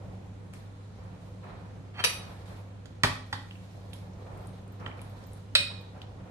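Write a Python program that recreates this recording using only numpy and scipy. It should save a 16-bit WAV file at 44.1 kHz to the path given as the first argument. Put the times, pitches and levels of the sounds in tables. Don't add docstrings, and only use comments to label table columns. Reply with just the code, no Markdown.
import sys
import numpy as np
from scipy import signal
from scipy.fft import rfft, irfft
from scipy.io import wavfile
from scipy.ndimage import uniform_filter1d

SR = 44100
rng = np.random.default_rng(int(sys.argv[2]) if len(sys.argv) > 2 else 0)


def attenuation_scalar(level_db):
    decades = np.asarray(level_db, float) / 20
    return 10 ** decades


def bounce(signal):
    frames = np.transpose(np.atleast_2d(signal))
    limited = np.clip(frames, -1, 1)
    pcm = np.round(limited * 32767).astype(np.int16)
    wavfile.write(sys.argv[1], SR, pcm)


N = 277830

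DISH_HZ = [515, 960, 1400, 2000, 2470, 2700, 2995, 3860, 4587, 4678, 5491, 5873, 6385, 7542, 8400, 9240,
           10107, 11188, 13312]
RIM_HZ = [571, 1400, 1873, 2461, 2490, 3343, 3763, 3812, 3880, 4608, 5384, 5421, 7386, 8570, 10430]
POT_HZ = [850, 1080, 1270, 1397, 1660, 1827, 1938, 3190, 4285, 5270, 7900, 8807]
# level in dB, decay time t60 in seconds.
DISH_MODES = [(-4, .1), (-6, .03), (-8, .03), (-9, .08), (4, .035), (4, .035), (-2, .07), (-2, .18),
              (-1, .12), (-5, .15), (-9, .08), (4, .06), (-12, .04), (-9, .06), (-3, .03), (-3, .07),
              (0, .08), (-1, .07), (-8, .07)]
RIM_MODES = [(-20.5, 0.11), (-24, .03), (-16, .03), (-11, 0.18), (-5, 0.056), (-12, 0.012), (-8.5, 0.13),
             (-15.5, 0.27), (1, 0.057), (-38, 0.026), (-29, 0.41), (-22, 0.09), (-33, 0.073), (-16.5, .06),
             (-25, .06)]
POT_MODES = [(-3, .03), (-7, .025), (-10, .02), (-8, .025), (-8, .015), (0, .025), (-4, .045), (-14, .01),
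             (-8, .012), (-20, .008), (-26, .008), (-26, .008)]
# frequency in Hz, density in dB per Hz.
DISH_CRACK = [(250, -11.5), (500, -16), (1000, 0.5), (2600, -4.5), (4500, 2), (6500, -19), (10000, -6),
              (12000, -38), (15500, -62)]
RIM_CRACK = [(300, -45), (650, -22), (1000, -26), (1600, -11), (2600, -14), (3800, 0), (4800, -22),
             (9000, -25), (13000, -36), (15500, -62)]
POT_CRACK = [(200, -22), (450, -5), (750, -1), (1700, -2), (2400, -14), (4000, -3), (6500, -21),
             (9000, -20), (13000, -33), (15500, -56)]
# frequency in Hz, level in dB, decay time t60 in seconds.
HOB_MODES = [(57, -21, 0.4), (109, 5.5, 0.073), (157, -4.5, 0.11), (255.8, -2, 0.16), (385, -10.5, 0.082),
             (620, 3, 0.024)]
# start in seconds, ring level in dB, crack level in dB,
# crack t60 in seconds, left minus right in dB.
CLINKS = [
    (2.0393, -19.5, -6, 0.026, 19),
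    (2.0462, -31, -15, 0.043, -6),
    (2.0525, -31.5, -21, 0.012, 26),
    (2.131, -47, -42, 0.018, 8),
]
CLANKS = [
    (5.5518, -15, -9.5, 0.024, -5),
    (5.5555, -32, -8, 0.025, 3),
]
KNOCKS = [
    (2.8569, -77.5, -47.5, 0.023, -7.5),
    (3.0345, -21, -13, 0.023, -4.5),
    (3.0425, -19, -12.5, 0.077, 4.5),
    (3.3268, -25.5, -24.5, 0.068, -2),
    (4.8618, -37, -63, 0.026, 0.5),
    (4.878, -67, -37.5, 0.015, 7),
]
# start in seconds, level in dB.
THUMPS = [
    (2.857, -48),
    (3.036, -24.5),
    (3.104, -34),
    (3.331, -40.5),
    (4.86, -43),
    (5.599, -41.5),
]
# time in seconds, level in dB.
DRAG = [
    (1.938, -69),
    (1.966, -63.5),
    (1.992, -49.5),
    (2.003, -43.5),
    (2.019, -59),
    (2.03, -86),
]
# start in seconds, peak level in dB, pitch in Hz,
# left minus right in dB.
TICKS = [(0.536, -38, 8550, 4), (0.5372, -41, 2210, -1), (0.536, -48, 4800, 9), (2.857, -54.5, 6550, -10),
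         (3.9327, -42, 3130, -9.5), (3.9351, -39.5, 9800, -3), (4.134, -63, 5500, -8),
         (4.3746, -52, 9900, -4), (4.4205, -64, 14000, -8), (4.7213, -52, 12800, -1),
         (4.7996, -55, 5500, -6), (4.8652, -30, 1300, -0.5), (5.017, -41, 3120, 0),
         (5.0965, -54.5, 12000, -4), (5.24, -63, 5300, -13), (5.2686, -49, 13500, -4),
         (5.8109, -60, 14000, -7), (6.018, -48.5, 3570, -12.5)]
DROPS = [(1.04, -62, 9400, 3), (3.5104, -47, 2900, -4.5), (3.555, -55, 2680, -2), (3.7136, -70, 5400, -8),
         (3.987, -62, 5400, -2), (4.4719, -44, 9300, 5), (4.6789, -55, 9100, 11), (4.8625, -44.5, 3030, -8),
         (4.885, -61, 2400, 1), (4.915, -46, 2270, 5), (4.993, -60, 2370, -9.5), (5.0165, -43, 9900, 1.5),
         (5.3334, -44, 9600, 6), (6.0172, -40.5, 3020, 12)]
# start in seconds, slosh level in dB,
# wash above slosh in dB, hold in seconds.
SURGES = [(-.05, -49, -17, 0.11), (0.51, -72.5, 11, 0.015), (0.96, -53.5, -7, 0.067),
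          (1.195, -53.5, -27, .04), (1.415, -50.5, -1, 0.087), (2.046, -53, 0.5, 0.17),
          (2.254, -56.5, -5, 0.11), (2.463, -52.5, -6, 0.042), (3.242, -69, -1, 0.29),
          (3.723, -52.5, -21, 0.073), (4.0, -51, -14, 0.42), (4.24, -48.5, -8.5, 0.11),
          (4.636, -59.5, -9, 0.16), (4.783, -49, -1, 0.11), (5.105, -53, -13, .1), (5.68, -53, -2, 0.039),
          (5.915, -50.5, -8.5, 0.073), (6.17, -53, -8, 0.18)]
# start in seconds, fizz level in dB,
# rustle above fizz in dB, hold in seconds.
BRUSHES = [(0.52, -58.5, -12, 0.015), (1.2, -71.5, -19, 0.069), (1.397, -96.5, 27, 0.21),
           (2.203, -64, -6, 0.17), (2.443, -62.5, -8, 0.11), (3.244, -67.5, -15, 0.39),
           (3.68, -69, -14, 0.22), (3.94, -61, -23, .02), (4.193, -79, 6, .2), (4.39, -70, -4, 0.18),
           (4.71, -78, -1, 0.035), (4.957, -69, -2.5, 0.15), (5.147, -67, -9, 0.23), (5.75, -86, 27, .06)]
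# frequency in Hz, density in dB per Hz.
SLOSH = [(120, 13), (250, -5), (500, 4), (850, 1), (1100, -13.5), (1600, -40.5)]
WASH = [(600, -4), (900, -0.5), (1500, -0.5), (2000, -14.5), (2400, 2), (4000, -77)]
RUSTLE = [(1500, -30), (2500, -7), (4000, 27), (6000, -25), (9000, 0), (13000, -32.5)]
FIZZ = [(4500, 9.5), (7000, 5), (9500, 4.5), (13000, 0), (15500, -39), (17000, -30)]
AIR = [(25, -38), (34, 2), (45, -12), (70, -1.5), (120, 0), (200, -8.5), (320, -11.5), (700, -16.5),
       (1500, -24.5), (3000, -30), (5000, -35.5), (9000, -41.5), (12000, -71), (15500, -100)]
# frequency in Hz, decay time t60 in seconds.
ECHO_T60 = [(60, 0.18), (500, 0.47), (2000, 0.42), (6000, 0.41), (14000, 0.31)]
# frequency in Hz, width in Hz, rms level in dB.
ROOM_TONES = [(46, 54, -63.5), (182.6, 9.5, -58.5), (272.6, 18.5, -68), (499.8, 12, -68), (6470, 21, -88)]
# frequency in Hz, left-right correlation.
LIKENESS = [(60, 0.99), (130, 0.99), (290, 0.61), (640, 0.36), (1410, -0.13), (3100, 0.0), (6820, 0.0),
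            (15000, 0.02)]
# frequency in Hz, left minus right in dB.
LEAN = [(60, -.8), (180, -3.5), (550, -1.5), (1650, -1.5), (4970, -1), (15000, -1)]

EDGES = 22 * 2 ** np.arange(0, 9.9, .4)
LEFT_LAG = 6
CONTACT_S = .0009
SNAP = 6.
TICK_CYCLES, DROP_CYCLES = 1.5, 7.2
SURGE_RISE_S, SLOSH_FADE_DB_PER_S, WASH_FADE_DB_PER_S = 0.028, 31, 65
SLOSH_REST_DB, WASH_REST_DB = -70, -71
BRUSH_RISE_S, BRUSH_FADE_DB_PER_S, BRUSH_REST_DB = 0.018, 136, -78
ECHO_DB, TICK_ECHO_DB = -3, -6.5
EVEN_HZ = 250
HUM_HZ, HUM_DB = 100.0, -46.5
AIR_DB = -51


def rms_one(x):
    return x / np.sqrt(np.mean(x ** 2) + 1e-20)


def in_time(rows):
    s, *columns = np.transpose(rows)
    return [np.interp(np.arange(N) / SR, s, column) for column in columns]


def at_hz(points, hz):
    table = np.array(points)
    return np.interp(np.log(hz), np.log(table[:, 0]), table[:, 1])


def drift(rate):
    r = np.exp(-80 * np.pi * rate / SR)
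    noise = rng.standard_normal(N // 40 + 2002)
    slow = signal.lfilter([1], [1, -2 * r, r * r], noise)[2000:]
    return np.interp(np.arange(N) / 40, np.arange(len(slow)), rms_one(slow))


def ring(clicks, hz, t60):
    r = attenuation_scalar(-60 / (max(t60, .0002) * SR))
    w = 2 * np.pi * hz / SR
    return signal.lfilter([0, np.sin(w)], [1, -2 * r * np.cos(w), r * r], clicks + 1e-18)


def bandpass(x, low, high, order=2):
    return signal.sosfilt(signal.butter(order, [low, high], "band", fs=SR, output="sos"), x)


def correlated_pair(mid, side, hz):
    alike = np.clip(at_hz(LIKENESS, hz), -1, 1)
    return np.sqrt(1 + alike) * mid + np.sqrt(1 - alike) * side * [[1], [-1]]


def diffuse_bands(size):
    white = rng.standard_normal((2, 2, size + 8000))
    for k, (low, high) in enumerate(zip(EDGES, EDGES[1:])):
        mid, side = bandpass(white[k % 2], low, high)[:, 8000:]
        hz = np.sqrt(low * high)
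        pair = correlated_pair(mid, side, hz)
        yield hz, pair * attenuation_scalar(at_hz(LEAN, hz) / 2 * np.array([[1], [-1]]))


def coloured(x, spectrum):
    out = 0
    for k, (low, high) in enumerate(zip(EDGES[7:], EDGES[8:])):
        gain = (-1) ** k * attenuation_scalar(at_hz(spectrum, np.sqrt(low * high)))
        out = out + gain * bandpass(x, low, high)
    return out


def add(out, sound, s, lean_db):
    for side, lag in ((0, LEFT_LAG), (1, 0)):
        at = round(s * SR) + lag
        part = out[side, at:at + len(sound)]
        part += sound[:len(part)] * attenuation_scalar(lean_db / 2 * (-0.5 - 2 * side))


def blows(hits, pitches, modes, crack):
    out = np.zeros((2, N))
    t = np.arange(SR // 2) / SR
    click = 1. * (t == 0)
    for s, ring_db, crack_db, crack_t60, lean_db in hits:
        strength = attenuation_scalar(rng.normal(0, 1, len(modes))) * (-1) ** np.arange(len(modes))
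        tones = 0
        for hz, (db, t60), share in zip(pitches, modes, strength):
            tones = tones + attenuation_scalar(db) * share * ring(click, hz, t60)
        tones = tones * (1 - np.exp(-t / CONTACT_S))
        noise = rng.standard_normal(len(t)) + SNAP * click
        burst = coloured(noise * attenuation_scalar(-60 * t / max(crack_t60, .002)), crack)
        burst = burst / np.abs(burst).max()
        add(out, attenuation_scalar(ring_db) * tones + attenuation_scalar(crack_db) * burst, s, lean_db)
    return out


def thumps():
    push = np.zeros(N)
    for s, db in THUMPS:
        push[round(s * SR)] = attenuation_scalar(db)
    push = np.convolve(push, np.hanning(60) / 30)[:N]
    return sum(attenuation_scalar(db) * ring(push, hz, t60) for hz, db, t60 in HOB_MODES) * np.ones((2, 1))


def drag():
    start_s, end_s = DRAG[0][0], DRAG[-1][0]
    start, size = round(start_s * SR), SR // 2
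    level = attenuation_scalar(in_time(DRAG)[0])[start:start + size]
    level = level * (np.arange(size) < (end_s - start_s) * SR)
    slips = (rng.random(size) < .2) * rng.standard_normal(size)
    slips = rms_one(slips) * level
    dull = signal.lfilter([.3], [1, -.7], slips)
    scrape = bandpass(slips, 400., 2700., order=4)
    squeak = attenuation_scalar(-15) * ring(slips, 3110, .05) + attenuation_scalar(-22) * ring(slips, 4400, .05)
    body = sum(attenuation_scalar(db) * ring(dull, hz, t60) for hz, (db, t60) in zip(DISH_HZ, DISH_MODES))
    out = np.zeros((2, N))
    add(out, attenuation_scalar(-31.0) * body + attenuation_scalar(18.5) * scrape + squeak, start_s, -3.)
    return out


def ticks():
    out = np.zeros((2, N))
    t = np.arange(SR // 8) / SR
    rows = [(*row, TICK_CYCLES) for row in TICKS] + [(*row, DROP_CYCLES) for row in DROPS]
    for s, peak_db, hz, lean_db, cycles in rows:
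        swell = 1 - np.exp(-2.0 * t * hz)
        tone = swell * attenuation_scalar(-20 * t * hz / cycles) * np.sin(2 * np.pi * hz * t)
        noise = bandpass(rng.standard_normal(len(t)), hz, hz * 1.09, order=1)
        spray = rms_one(noise) * attenuation_scalar(-24. - 60 * t / 0.043)
        add(out, attenuation_scalar(peak_db + 13.5) * (tone + spray), s, lean_db)
    return out


def swells(starts, peaks_db, holds, rise_s, fade_db, rest_db):
    since = np.arange(0, N + 64, 64) / SR - np.array(starts)[:, None]
    fade = fade_db * np.clip(since - rise_s - np.abs(holds)[:, None], 0, None)
    each = np.clip(since / rise_s, 0, 1) ** 2 * attenuation_scalar(np.array(peaks_db)[:, None] - fade)
    total = np.sqrt(np.sum(each ** 2, axis=0) + attenuation_scalar(rest_db) ** 2)
    return np.interp(np.arange(N) / 64, np.arange(since.shape[1]), total)


def stirring():
    s, slosh_db, wash_db, hold = np.transpose(SURGES)
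    b, fizz_db, rustle_db, last = np.transpose(BRUSHES)
    brush = BRUSH_RISE_S, BRUSH_FADE_DB_PER_S, BRUSH_REST_DB
    slosh = swells(s, slosh_db, hold, SURGE_RISE_S, SLOSH_FADE_DB_PER_S, SLOSH_REST_DB)
    wash = swells(s, slosh_db + wash_db, hold, SURGE_RISE_S, WASH_FADE_DB_PER_S, WASH_REST_DB)
    rustle = swells(b, fizz_db + rustle_db, last, *brush)
    fizz = swells(b, fizz_db, last, *brush)
    return [slosh, wash, rustle, fizz]


def kitchen(x, gap_s):
    t = np.arange(SR * 3 // 5) / SR
    tail = sum(pair * attenuation_scalar(-60 * t / at_hz(ECHO_T60, hz)) for hz, pair in diffuse_bands(size=len(t)))
    bins = rfft(tail)
    power = uniform_filter1d(np.abs(bins) ** 2, round(EVEN_HZ * len(t) / SR), axis=1)
    tail = irfft(bins / np.sqrt(power + 1e-9), len(t))
    onset = np.clip(t / gap_s, 0, 1)
    ending = np.clip(10 * (t[-1] - t) - 1, 0, 1)
    tail = tail * onset * ending / np.sqrt(np.sum(tail ** 2) / 2)
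    return signal.fftconvolve(x, tail, axes=1)[:, :N]


def hum():
    out = np.sqrt(2) * attenuation_scalar(HUM_DB + .5 * drift(5.4)) * np.sin(2 * np.pi * HUM_HZ * np.arange(N) / SR)
    out = out * attenuation_scalar([[-.4], [.4]])
    for hz, width_hz, level_db in ROOM_TONES:
        t60 = np.log(1000) / np.pi / width_hz
        mid, side = (rms_one(ring(rng.standard_normal(N), hz, t60)) for _ in range(2))
        out = out + attenuation_scalar(level_db + 1.5) * correlated_pair(mid, side, hz)
    return out


def background():
    colours, levels = (SLOSH, WASH, RUSTLE, FIZZ), stirring()
    air, moving, together = 0, [0, 0, 0, 0], drift(22.0)
    for hz, pair in diffuse_bands(size=N):
        air = air + pair * attenuation_scalar(at_hz(AIR, hz) + 1.3 * drift(2.5))
        lumpy = pair[:, ::-1] * attenuation_scalar(together + drift(15))
        moving = [layer + lumpy * attenuation_scalar(at_hz(colour, hz)) for layer, colour in zip(moving, colours)]
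    stirred = sum(rms_one(layer) * level for layer, level in zip(moving, levels))
    return attenuation_scalar(AIR_DB) * rms_one(air) + stirred


def scene():
    hard = blows(CLINKS, DISH_HZ, DISH_MODES, DISH_CRACK) + blows(CLANKS, RIM_HZ, RIM_MODES, RIM_CRACK)
    hard = hard + blows(KNOCKS, POT_HZ, POT_MODES, POT_CRACK) + thumps() + drag()
    small = ticks()
    echo = kitchen(attenuation_scalar(ECHO_DB) * hard + attenuation_scalar(TICK_ECHO_DB) * small, gap_s=0.003)
    return hard + small + echo + hum() + background()


def low_pass(x):
    return signal.sosfilt(signal.butter(12, 16340, fs=SR, output="sos"), x)


def record(dry):
    mix = signal.sosfilt(signal.butter(8, 38, "high", fs=SR, output="sos"), dry)
    mix = signal.sosfilt(signal.cheby2(10, 45, 15900, fs=SR, output="sos"), mix)
    return low_pass(mix)


dry = scene()
out = record(dry)
bounce(out)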